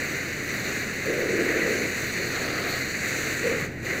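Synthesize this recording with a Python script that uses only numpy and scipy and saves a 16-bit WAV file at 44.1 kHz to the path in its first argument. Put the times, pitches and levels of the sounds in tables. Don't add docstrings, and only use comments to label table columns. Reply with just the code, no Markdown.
import sys
import numpy as np
from scipy import signal
from scipy.fft import rfft, irfft
from scipy.io import wavfile

SR = 44100
rng = np.random.default_rng(int(sys.argv[2]) if len(sys.argv) > 2 else 0)


def bounce(signal):
    frames = np.transpose(np.atleast_2d(signal))
    limited = np.clip(frames, -1, 1)
    pcm = np.round(limited * 32767).astype(np.int16)
    wavfile.write(sys.argv[1], SR, pcm)


N = 176400


def amp(db):
    return 10 ** (np.asarray(db) / 20)


def unit(x):
    return x / np.sqrt(np.mean(x ** 2) + 1e-20)


def curve(points, t):
    return np.interp(t, *np.transpose(points))


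def colour(x, points):
    hz = np.fft.rfftfreq(N, 1 / SR)
    point_hz, point_db = np.transpose(points)
    eq_db = np.interp(np.log(hz + 1), np.log(point_hz + 1), point_db)
    return unit(irfft(rfft(x) * amp(eq_db), N))


def smooth(x, span):
    size = x.shape[-1]
    blur = np.exp(-2 * (np.fft.rfftfreq(size) * span) ** 2)
    return unit(irfft(rfft(x) * blur, size))


def impacts(per_s, spread_db):
    size = amp(spread_db * np.minimum(rng.exponential(1, N), 4))
    return unit(size * rng.choice([-1, 1], N) * (rng.random(N) < per_s / SR))


def gate(start, length, attack_s, release_s):
    t = np.arange(N) / SR - start
    return np.clip(t / attack_s, 0, 1) * np.clip((length - t) / release_s + .5, 0, 1)


def spray():
    # time_s, relative_db
    strength = [(0, -30.5), (.15, -31), (.31, -33), (.45, -33), (.51, -30.5), (.62, -32), (.77, -30),
                (.87, -33.5), (1.1, -31.5), (1.27, -31), (1.42, -28), (1.5, -27.7), (1.74, -27.5),
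                (1.94, -32), (2.06, -31), (2.5, -32), (2.7, -31.5), (2.98, -32), (3.07, -29), (3.32, -30),
                (3.41, -32), (3.5, -27.5), (3.658, -33.5), (3.685, -41), (3.82, -42.5), (3.86, -32),
                (3.91, -28), (4, -31.5)]
    # time_s, gain_db
    treble_ride = [(0, -1), (.35, -1), (.7, 0.5), (1.1, -1), (1.6, -4), (2.0, 1.5), (2.45, 0.5), (2.57, -1),
                   (2.72, 1), (3.0, 0), (3.1, 0.5), (3.38, 1), (3.52, -3.5), (3.65, -2), (3.77, -5.5),
                   (3.85, 0), (3.92, -5.5), (4, -1.5)]
    # frequency_hz, relative_db
    hiss_eq = [(110, -26), (200, -9.5), (300, -2), (470, -4), (700, -11.5), (920, -19), (1250, -11.5),
               (1620, -2.5), (2010, 1.5), (2520, -6.5), (2950, -15), (3280, -25.5), (3850, -13),
               (4280, -10), (4700, -15.5), (5230, -28.5), (5950, -14), (6450, -13), (7050, -13),
               (7500, -21), (8050, -18), (8350, -26.5), (8700, -36), (9200, -33), (10000, -24.5),
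               (10600, -30), (11600, -33.5), (12350, -30.5), (13250, -34.5), (13800, -23), (14380, -18.5),
               (14850, -23), (15250, -31), (15900, -38)]
    flutter_s, flutter_db = 0.017, 0.36
    patch_s, patch_hz, patch_db = 0.045, 900, 0.8
    shelf_hz, trim_db = 3060, 1.5
    mist = rng.standard_normal(N)
    droplets = amp(-7) * impacts(per_s=2200, spread_db=3.5)
    hz, t, bands = signal.stft(colour(mist + droplets, hiss_eq), SR, nperseg=256, noverlap=192)
    patches = smooth(rng.standard_normal((len(t), len(hz))).T, patch_s / t[1])
    patches = smooth(patches.T, patch_hz / hz[1]).T
    flutter = smooth(rng.standard_normal(len(t)), flutter_s / t[1])
    shelf = 1 - 1 / (1 + (hz / shelf_hz) ** 6)
    treble_db = shelf[:, None] * curve(treble_ride, t)
    gain_db = trim_db + curve(strength, t) + treble_db + flutter_db * flutter + patch_db * patches
    return signal.istft(bands * amp(gain_db), SR, nperseg=256, noverlap=192)[1][:N]


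def panels():
    # start_s, length_s, level_db, ring_hz, width_hz
    crossings = [(0.647, .16, -42, 313, 260), (1.054, 0.21, -27.5, 425, 306), (1.282, 0.16, -26, 400, 280),
                 (1.44, 0.22, -28.5, 379, 383), (1.638, 0.15, -26, 428, 271), (1.787, 0.087, -29, 373, 300),
                 (2.113, 0.61, -40, 403, 507), (3.125, 0.44, -49, 457, 300), (3.422, 0.16, -28, 482, 122),
                 (3.912, .15, -35.5, 477, 240)]
    cutoff_hz = 576
    hz = np.fft.rfftfreq(N, 1 / SR)
    lowpass = 1 / np.sqrt(1 + (hz / cutoff_hz) ** 16)
    out = np.zeros(N)
    for start, length, db, ring_hz, width_hz in crossings:
        slugs = impacts(per_s=650, spread_db=1.5)
        ring = 1 / (1 + 1j * (hz ** 2 - ring_hz ** 2) / ((hz + 1) * width_hz)) ** 2
        drum = unit(irfft(rfft(slugs) * ring * lowpass, N))
        out += amp(db) * gate(start, length, attack_s=0.016, release_s=0.078) * drum
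    return out


def splashes():
    # start_s, length_s, level_db
    bursts = [(0.577, 0.16, -39.5), (1.1, 0.75, -50.5), (2.264, .52, -36), (3.484, 0.2, -43)]
    # frequency_hz, relative_db
    spatter_eq = [(200, -47), (500, 2.5), (720, 2), (950, -13), (1300, 3.5), (1700, -7), (3300, -14),
                  (4350, -10), (5300, -20), (15000, -37)]
    fade_s = 0.091
    envelope = sum(amp(db) * gate(start, length, fade_s, fade_s) for start, length, db in bursts)
    return envelope * colour(impacts(per_s=3000, spread_db=1), spatter_eq)


def sizzles():
    # start_s, length_s, level_db, centre_hz, width_hz
    swells = [(2.1, 0.92, -42.5, 4380, 600), (2.63, 0.14, -37, 4220, 610), (2.63, .17, -46, 14400, 800),
              (2.926, 0.52, -46.5, 7240, 1810)]
    hz = np.fft.rfftfreq(N, 1 / SR)
    out = np.zeros(N)
    for start, length, db, centre_hz, width_hz in swells:
        bandpass = 1 / (1 + (2 * (hz - centre_hz) / width_hz) ** 4)
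        hiss = unit(irfft(rfft(rng.standard_normal(N)) * bandpass, N))
        out += amp(db) * gate(start, length, attack_s=0.098, release_s=0.098) * hiss
    return out


def engine():
    # multiple of the turning rate, level_db
    orders = [(2, -58.5), (3, -48), (4, -55.5), (5, -51), (6.3, -50.5)]
    # frequency_hz, relative_db
    rumble_eq = [(20, -11.5), (60, -13.5), (100, -7.5), (125, 1.5), (165, -2.5), (230, -2.5), (330, -5.5),
                 (480, -11), (900, -27), (10000, -88)]
    # time_s, level_db
    rumble_ride = [(0, -40), (.95, -37.5), (1.4, -37.5), (2.1, -38), (3.5, -37), (3.75, -35), (4, -38)]
    turning_hz, wander_depth = 28.77, 0.0084
    wander = smooth(rng.standard_normal(N), .25 * SR)
    turns = np.cumsum(turning_hz * (1 + wander_depth * wander)) / SR
    tones = sum(amp(db) * np.sqrt(2) * np.sin(2 * np.pi * (order * turns + rng.random()))
                for order, db in orders)
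    rumble = colour(rng.standard_normal(N), rumble_eq)
    return tones + amp(curve(rumble_ride, np.arange(N) / SR)) * rumble


def scene():
    return (spray() + sizzles() + panels() + splashes() + engine())[None]


def record(dry):
    cutoff_hz = 15850
    lowpass = signal.firwin(1023, cutoff_hz, window=("kaiser", 9), fs=SR)
    return signal.oaconvolve(dry, lowpass[None], "same")


dry = scene()
out = record(dry)
bounce(out)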